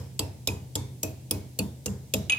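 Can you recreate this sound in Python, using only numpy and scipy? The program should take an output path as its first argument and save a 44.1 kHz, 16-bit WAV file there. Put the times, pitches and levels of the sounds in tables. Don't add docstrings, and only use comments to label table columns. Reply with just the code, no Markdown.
import sys
import numpy as np
from scipy import signal
from scipy.fft import rfft, irfft, next_fast_len
from scipy.io import wavfile
from scipy.ndimage import uniform_filter1d, map_coordinates

SR = 44100
rng = np.random.default_rng(int(sys.argv[2]) if len(sys.argv) > 2 else 0)


def wav_out(sig):
    wavfile.write(sys.argv[1], SR, np.round(np.clip(np.atleast_2d(sig).T, -1, 1) * 32767).astype(np.int16))


def natural_amplitude(level_db):
    exponent = np.asarray(level_db, float) / 20
    return 10 ** exponent


N = 104958


def unit(x):
    return x / np.sqrt(np.mean(x ** 2) + 1e-20)


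def along(points, hz):
    f, v = np.transpose(points)
    return np.interp(np.log(hz + 1), np.log(f + 1), v)


# frequency in Hz, left-right correlation (0 to 1).
PORT_LIKENESS = [(60, 1), (450, 0.81), (700, 0.031), (1400, 0.012), (2500, 0.21), (4500, 0.018),
                 (15000, 0.019)]


def port_angle(hz):
    return np.arccos(np.clip(along(PORT_LIKENESS, hz), -1, 1)) / 2


def hiss(count, response):
    hz = np.fft.rfftfreq(count, 1 / SR)
    turn = port_angle(hz)
    spectra = rfft(rng.standard_normal((2, count))) * response(hz)
    mid, side = irfft(spectra * [np.cos(turn), np.sin(turn)], count)
    return unit(np.array([mid + side, mid - side]))


def dying(x, t60s):
    hz, t, z = signal.stft(x, SR, nperseg=256)
    fade = natural_amplitude(-60 * t / along(t60s, hz)[:, None])
    return signal.istft(z * fade, SR, nperseg=256)[1][:, :x.shape[1]]


RATTLE_RATE_HZ = 130


def ring(modes, t, scatter_db, detune, rattle_db=0):
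    hz, db, t60, rise = np.transpose(modes)[:, :, None]
    level_luck, pitch_luck, phase_luck = rng.standard_normal((3, len(modes), 1))
    knots = rng.standard_normal((len(modes), 200))
    rattle = np.array([np.interp(t * RATTLE_RATE_HZ, np.arange(200), row) for row in knots])
    turn = port_angle(hz) * np.sign(phase_luck + 0.8)
    size = natural_amplitude(db + scatter_db * level_luck + rattle_db * rattle - 60 * t / t60)
    size = size * (1 - np.exp(-t / rise)) ** 3
    phase = 2 * np.pi * hz * (1 + detune * pitch_luck) * t + rattle_db / 6 * rattle[:, ::-1]
    return np.array([(size * np.sin(phase + side * turn)).sum(0) for side in (1, -1)])


def add(out, x, s):
    part = out[:, round((s + 1) * SR):][:, :x.shape[1]]
    part += x[:, :part.shape[1]]


# frequency in Hz, level in dB.
HUSH = [(40, -44), (70, -17), (140, 4), (300, -12), (900, -21), (1250, -37), (2500, -29), (7560, -26),
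        (15600, -31.5), (16500, -21)]
HUSH_DB, HUM_DB, HUM_HZ = -50.5, -47, 128


def kitchen():
    drone = hiss(N, lambda f: 1 / (1 + ((f - HUM_HZ) / 6) ** 2))
    hush = hiss(N, lambda f: natural_amplitude(along([(15, -70), *HUSH, (17000, -120)], f)))
    return natural_amplitude(HUSH_DB) * hush + natural_amplitude(HUM_DB) * drone


# frequency in Hz, level in dB.
CRUNCH = [(1200, -23), (1800, -28), (2500, -10.5), (7500, 1.5), (9000, -1.5), (13000, 0.5), (15800, -5),
          (16500, -42)]
# centre in Hz, width in Hz, level in dB.
CAVITY = [(2440, 210, 9), (3520, 980, 5.5), (5030, 440, 2), (5550, 1800, -12), (7360, 470, 1.5),
          (10100, 300, -4), (10800, 1300, -2), (14700, 600, 1)]
# frequency in Hz, t60 in s.
TAIL_T60 = [(1500, 0.98), (3000, 0.56), (7000, 0.34), (10000, 0.28), (15000, 0.31)]
LEAD_S, LEAD_DB, RISE_S, CRUNCH_T60_S = 0.0023, -29, 0.00081, 0.024
SQUELCH_DB, SQUELCH_T60_S, TAIL_DB, GRIT_DB = -2.5, 0.027, -17, 2.5
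STREAK_DB, STREAK_HZ = 3.5, 170


def crunch(bands_db):
    t = np.arange(SR // 2) / SR
    luck = rng.standard_normal((len(CAVITY), 2))
    lean = list(zip((3200, 6500, 12500), np.subtract(bands_db, np.mean(bands_db))))
    knots = rng.standard_normal(200)

    def hollow(f):
        total = 0
        for (centre, width, db), (louder, sharper) in zip(CAVITY, luck):
            offset = (f - centre * (1 + 0.038 * sharper)) / width
            total = total + natural_amplitude(db + 2.8 * louder) / (1 + 2j * offset)
        return 0.97 + np.abs(total)

    def colour(f):
        return natural_amplitude(along([(600, -120), *CRUNCH], f) + along(lean, f)) * hollow(f)

    def streaky(f):
        return colour(f) * natural_amplitude(STREAK_DB * np.interp(f / STREAK_HZ, np.arange(200), knots))

    after = np.maximum(t - LEAD_S, 0)
    give = natural_amplitude(LEAD_DB) * np.minimum(t / LEAD_S, 1) * natural_amplitude(-60 * t / CRUNCH_T60_S)
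    snap = (1 - np.exp(-after / RISE_S)) * natural_amplitude(-60 * after / CRUNCH_T60_S)
    squelch = natural_amplitude(SQUELCH_DB - 60 * after / SQUELCH_T60_S) * (after > 0)
    grit = natural_amplitude(GRIT_DB * unit(uniform_filter1d(rng.standard_normal(len(t)), size=30)))
    wet = (give + snap + squelch) * grit * hiss(len(t), colour)
    return wet + natural_amplitude(TAIL_DB) * (after > 0) * dying(hiss(len(t), streaky), TAIL_T60)


NOTE_T60_S, MASH_DAMPS_PER_S, PAIR_HZ = 0.28, 1.1, 22


def bowl_note(s, hz):
    t = np.arange(SR // 2) / SR
    t60 = NOTE_T60_S * np.exp(-MASH_DAMPS_PER_S * max(s - 0.5, 0))
    pair = [(hz, -3, t60, 0.001), (hz + PAIR_HZ, -7, t60, 0.001)]
    return ring(pair, t, scatter_db=1.5, detune=0.00038, rattle_db=9.5)


# frequency in Hz, level in dB, t60 in s, build-up in s.
COUNTER = [(78.1, -8, 0.71, 0.0064), (97.97, -2.5, 0.52, 0.0019), (128.84, -11, 0.97, 0.013),
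           (299.1, 1.5, 0.12, 0.0084), (315.3, -15, 0.3, 0.0046), (407.5, -10, 0.31, 0.02),
           (445.2, 1, 0.084, 0.014), (866, -22, 0.25, 0.005), (941, -16.5, 0.21, 0.013),
           (1031, -24.5, 0.31, 0.015)]
# frequency in Hz, level in dB, t60 in s, build-up in s.
WORKTOP = [(195, 60, .1, .15), (198, -8, .45, .03), (178, -4, .3, .02), (245, 8, .08, .005),
           (222, -3, .3, .01)]
# frequency in Hz, level in dB, t60 in s, build-up in s.
KNOCK = [(490.5, -27.5, 0.053, 0.00059), (486, -40.5, 0.3, 0.035), (543.6, -46, 0.2, 0.00071),
         (629.5, -43, 0.27, 0.0014), (442, -36.5, 0.16, 0.0041)]
# frequency in Hz, level in dB.
THUD = [(60, 2), (250, 0), (520, -2.5), (900, -8), (1500, -19), (2200, -24)]
# frequency in Hz, t60 in s.
RUMBLE_T60 = [(60, 0.35), (200, 0.97), (500, 0.55), (1200, 0.45), (2000, 0.85)]
BOOM_DB, THUD_DB, RUMBLE_DB = 6.5, -28, -13


def counter(knock_db, boom_db, note_db, landing_db):
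    t = np.arange(SR // 2) / SR
    hum, chest, box, cup = landing_db
    place = [(105, 0), (129, hum), (180, 0), (300, chest), (400, 0), (520, 0), (633, box), (930, cup), (1300, 0)]

    def favoured(modes):
        return [(hz, db + along(place, hz), *times) for hz, db, *times in modes]

    low = hiss(len(t), lambda f: natural_amplitude(along([(40, -60), *THUD, (3000, -120)], f) + along(place, f)))
    thud = natural_amplitude(THUD_DB - 60 * t / 0.036) * low * (1 - np.exp(-t / 0.0037))
    knock = thud + ring(favoured(KNOCK), t, scatter_db=0.7, detune=0.011, rattle_db=2.0)
    rumble = natural_amplitude(RUMBLE_DB) * dying(low, RUMBLE_T60) * (1 - np.exp(-t / 0.00055))
    boom = rumble + ring(favoured(COUNTER), t, scatter_db=0.73, detune=0.0048, rattle_db=1.72)
    note = ring(WORKTOP, t, scatter_db=1.4, detune=0.0022, rattle_db=4.5)
    return natural_amplitude(knock_db) * knock + natural_amplitude(boom_db + BOOM_DB) * boom + natural_amplitude(note_db) * note


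# start in seconds, crunch peak in dB, boom in dB, worktop note in dB, bowl ring in dB.
BLOWS = [
    (0.1928, -12.5, -31.5, -43.5, -34),
    (0.4735, -10, -31, -40, -31),
    (0.754, -11.5, -32.5, -42.5, -55),
    (1.0315, -11.5, -33, -48, -28),
    (1.3097, -10, -32, -36, -28),
    (1.5889, -12.5, -32, -27.5, -24),
    (1.8593, -14, -33, -28.5, -25.5),
    (2.138, -9, -31, -26.5, -24),
]
# bowl note in Hz, crunch low, middle and top in dB, knock in dB.
COLOURS = [(2690, -22, -24, -27.5, 1), (2490, -18, -20.5, -23, -1), (2440, -8.5, -9, -12.5, 0),
           (2540, -34.5, -31, -33.5, 1), (2500, -30.5, -33, -29, 1), (2565, -29, -31.5, -29.5, 2),
           (2775, -29, -27.5, -33, -0.5), (2620, -17, -16, -21.5, 7)]
EARLIER = (-9, -31, -57, -39, 2501, 1.5, -2, 0.5, 6)
# mode gains in dB near 130, 300, 630 and 930 Hz.
LANDINGS = [(-7, -10.5, -5, 2), (-2, 0, 3, 5), (1.5, -1.5, 1, 5.5), (1.5, 3, -5.5, 4.5),
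            (-1, 3.5, 4.5, -2.5), (-5.5, 2.5, 2, 0.5), (-1.5, 3.5, 2.5, 1.5), (2, -7, -6, -2.5),
            (-5.5, 0, 4.5, -3.5)]
EARLIER_S, BOOM_LAG_S = 0.086, 0.00139
CRUNCH_DB, BOWL_DB = -11.5, -9


def pounding():
    out = np.zeros((2, N + SR))
    rows = [(-EARLIER_S, *EARLIER)] + [(*blow, *colour) for blow, colour in zip(BLOWS, COLOURS)]
    for row, landing_db in zip(rows, LANDINGS):
        s, crunch_db, boom_db, note_db, bowl_db, bowl_hz, *bands_db, knock_db = row
        add(out, natural_amplitude(crunch_db + CRUNCH_DB) * crunch(bands_db), s - LEAD_S)
        add(out, natural_amplitude(bowl_db + BOWL_DB) * bowl_note(s, bowl_hz), s)
        add(out, counter(knock_db, boom_db, note_db, landing_db), s + BOOM_LAG_S)
    return out[:, SR:]


# start in seconds, frequency in Hz, level in dB.
SPOTS = [(0.1927, 2780, -38), (0.1924, 4540, -30.5), (0.1913, 7780, -28), (0.1928, 8400, -40),
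         (0.1928, 12390, -36), (0.4735, 3424, -32.5), (0.472, 4040, -36), (0.4724, 5200, -26.5),
         (0.4723, 7900, -52), (0.474, 12700, -37), (0.754, 3380, -37), (0.754, 5080, -38),
         (0.754, 6420, -39), (0.755, 7400, -29), (0.753, 9940, -37), (1.0312, 5060, -42),
         (1.0313, 5920, -28.5), (1.0294, 7500, -29), (1.0311, 11400, -34), (1.0311, 12430, -36),
         (1.3096, 5200, -29), (1.3096, 7330, -43), (1.309, 9760, -28.5), (1.309, 13400, -45),
         (1.3096, 14490, -40), (1.5912, 2810, -33.5), (1.5902, 4420, -32.5), (1.588, 6460, -36.5),
         (1.5892, 7600, -36), (1.589, 10600, -33), (1.8587, 5250, -38), (1.8594, 6350, -39),
         (1.8594, 7270, -35.5), (1.86, 8540, -36), (1.859, 11900, -39), (2.137, 2714, -31.5),
         (2.137, 3530, -35), (2.137, 4730, -42), (2.14, 7360, -28.5), (2.138, 12840, -30),
         (0.4755, 3750, -34),
    (0.4755, 3820, -36),
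    (1.3096, 3390, -35),
    (2.1383, 3120, -33),
    (2.139, 3390, -31.5),
    (0.194, 3270, -35),
]
SPOT_DB, SPOT_T60_S, SPOT_RISE_S, SPLIT = 6, 0.037, 0.0005, 0.023
AFTER_DB, AFTER_T60_S, AFTER_HZ = -22, 0.21, 250


def wall():
    out, t = np.zeros((2, N + SR)), np.arange(SR // 4) / SR
    for s, hz, db in SPOTS:
        split = [(hz * (1 + side * SPLIT), db - 5 * abs(side), SPOT_T60_S, SPOT_RISE_S) for side in (-1, 0, 1)]
        modes = ring(split, t, scatter_db=1.5, detune=0.0042, rattle_db=3.0)
        grain = hiss(len(t), lambda f: 1 / (1 + ((f - hz) / AFTER_HZ) ** 2))
        after = natural_amplitude(db + AFTER_DB - 60 * t / AFTER_T60_S) * (1 - np.exp(-t / 0.002)) * grain
        add(out, natural_amplitude(SPOT_DB) * (modes + after), s)
    return out[:, SR:]


# start in seconds, level in dB, upper modes in dB.
CLINKS = [(2.297, -11.5, 0.5), (2.304, -29, 2), (2.3095, -29, -6), (2.3215, -17.5, -3.5), (2.329, -22, -12),
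          (2.333, -27.5, -6), (2.337, -28, -13), (2.347, -28, -6), (2.361, -34, -12), (2.369, -34, -1),
          (2.376, -40, -12)]
# frequency in Hz, level in dB, t60 in s.
RIM = [(1736, -29.5, .07), (2305, -13.5, 0.083), (2887, -2, 0.031), (2950, -13, .025), (3160, -11, .04),
       (3330, -11, 0.031), (3700, -9, 0.022), (3790, -22, 0.04), (4820, -23, 0.063), (6490, -8.5, 0.034),
       (7560, -14.5, 0.028), (9440, -18.5, .05), (10900, -23.5, 0.12), (11860, -37, .12)]
# frequency in Hz, level in dB.
TICK = [(300, -60), (1900, -26), (2600, -4), (3600, 0), (5500, -14), (8000, -30), (16000, -60)]
# frequency in Hz, level in dB.
SHUFFLE = [(100, -7), (400, -6), (900, -5.5), (1600, -9), (2400, -3)]
# time in seconds, level in dB.
SING = [
    (2.297, -34),
    (2.303, -32),
    (2.305, -21),
    (2.319, -25),
    (2.324, -22),
    (2.336, -17.5),
    (2.347, -32),
    (2.364, -40),
    (2.379, -32),
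]
TICK_DB, SHUFFLE_DB, SHUFFLE_T60_S, UPPER_HZ = -6, -29.5, 0.41, 5500
SING_HZ, SING_TURN_RAD, RIM_ROOM_DB = 2527, 0.3, -16


def singing():
    time = np.arange(N) / SR
    s, db = np.transpose(SING)
    where = [np.repeat([[0], [1]], N, 1), np.tile(time * 90, (2, 1))]
    waver = 0.49 * map_coordinates(rng.standard_normal((2, 400)), where, order=3)
    phase = 2 * np.pi * SING_HZ * time + waver + [[SING_TURN_RAD], [-SING_TURN_RAD]]
    return np.sqrt(2) * natural_amplitude(np.interp(time, s, db, left=-120)) * np.sin(phase)


def clink():
    out, t = np.zeros((2, N + SR)), np.arange(SR // 8) / SR
    for s, db, upper_db in CLINKS:
        tick = natural_amplitude(TICK_DB - 60 * t / 0.0047) * hiss(len(t), lambda f: natural_amplitude(along(TICK, f)))
        scrape = hiss(len(t), lambda f: natural_amplitude(along([(40, -60), *SHUFFLE, (4000, -120)], f)))
        shuffle = natural_amplitude(SHUFFLE_DB - 60 * t / SHUFFLE_T60_S) * (1 - np.exp(-t / 0.00084)) * scrape
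        modes = [(hz, level + upper_db * (hz > UPPER_HZ), t60, 0.0003) for hz, level, t60 in RIM]
        rim = ring(modes, t, scatter_db=1.2, detune=0.0015, rattle_db=1.6)
        add(out, natural_amplitude(db) * (rim + tick + shuffle), s)
    direct = out[:, SR:] + singing()
    walls = hiss(SR // 6, lambda f: f > 2000) * natural_amplitude(-60 * np.arange(SR // 6) / SR / 0.38)
    echo = signal.fftconvolve(direct, walls / np.linalg.norm(walls[0]), axes=1)[:, :N]
    return direct + natural_amplitude(RIM_ROOM_DB) * echo


def scene():
    return kitchen() + pounding() + wall() + clink()


def band_limit(x):
    return signal.sosfilt(signal.butter(12, 16820, fs=SR, output="sos"), x)


LOW_CUT_HZ, TOP_HZ, LEFT_DB = 50, 15900, -0.32


def record(dry):
    size = next_fast_len(N + SR // 4)
    hz = np.fft.rfftfreq(size, 1 / SR)
    low_cut = (hz ** 2 / (hz ** 2 - 1.4j * hz * LOW_CUT_HZ - LOW_CUT_HZ ** 2)) ** 2
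    top_cut = 1 / (1 + (hz / TOP_HZ) ** 60)
    ports = low_cut * top_cut * natural_amplitude(np.array([[LEFT_DB], [0]]))
    mix = irfft(rfft(dry, size) * ports, size)[:, :N]
    return band_limit(mix)


dry = scene()
out = record(dry)
wav_out(out)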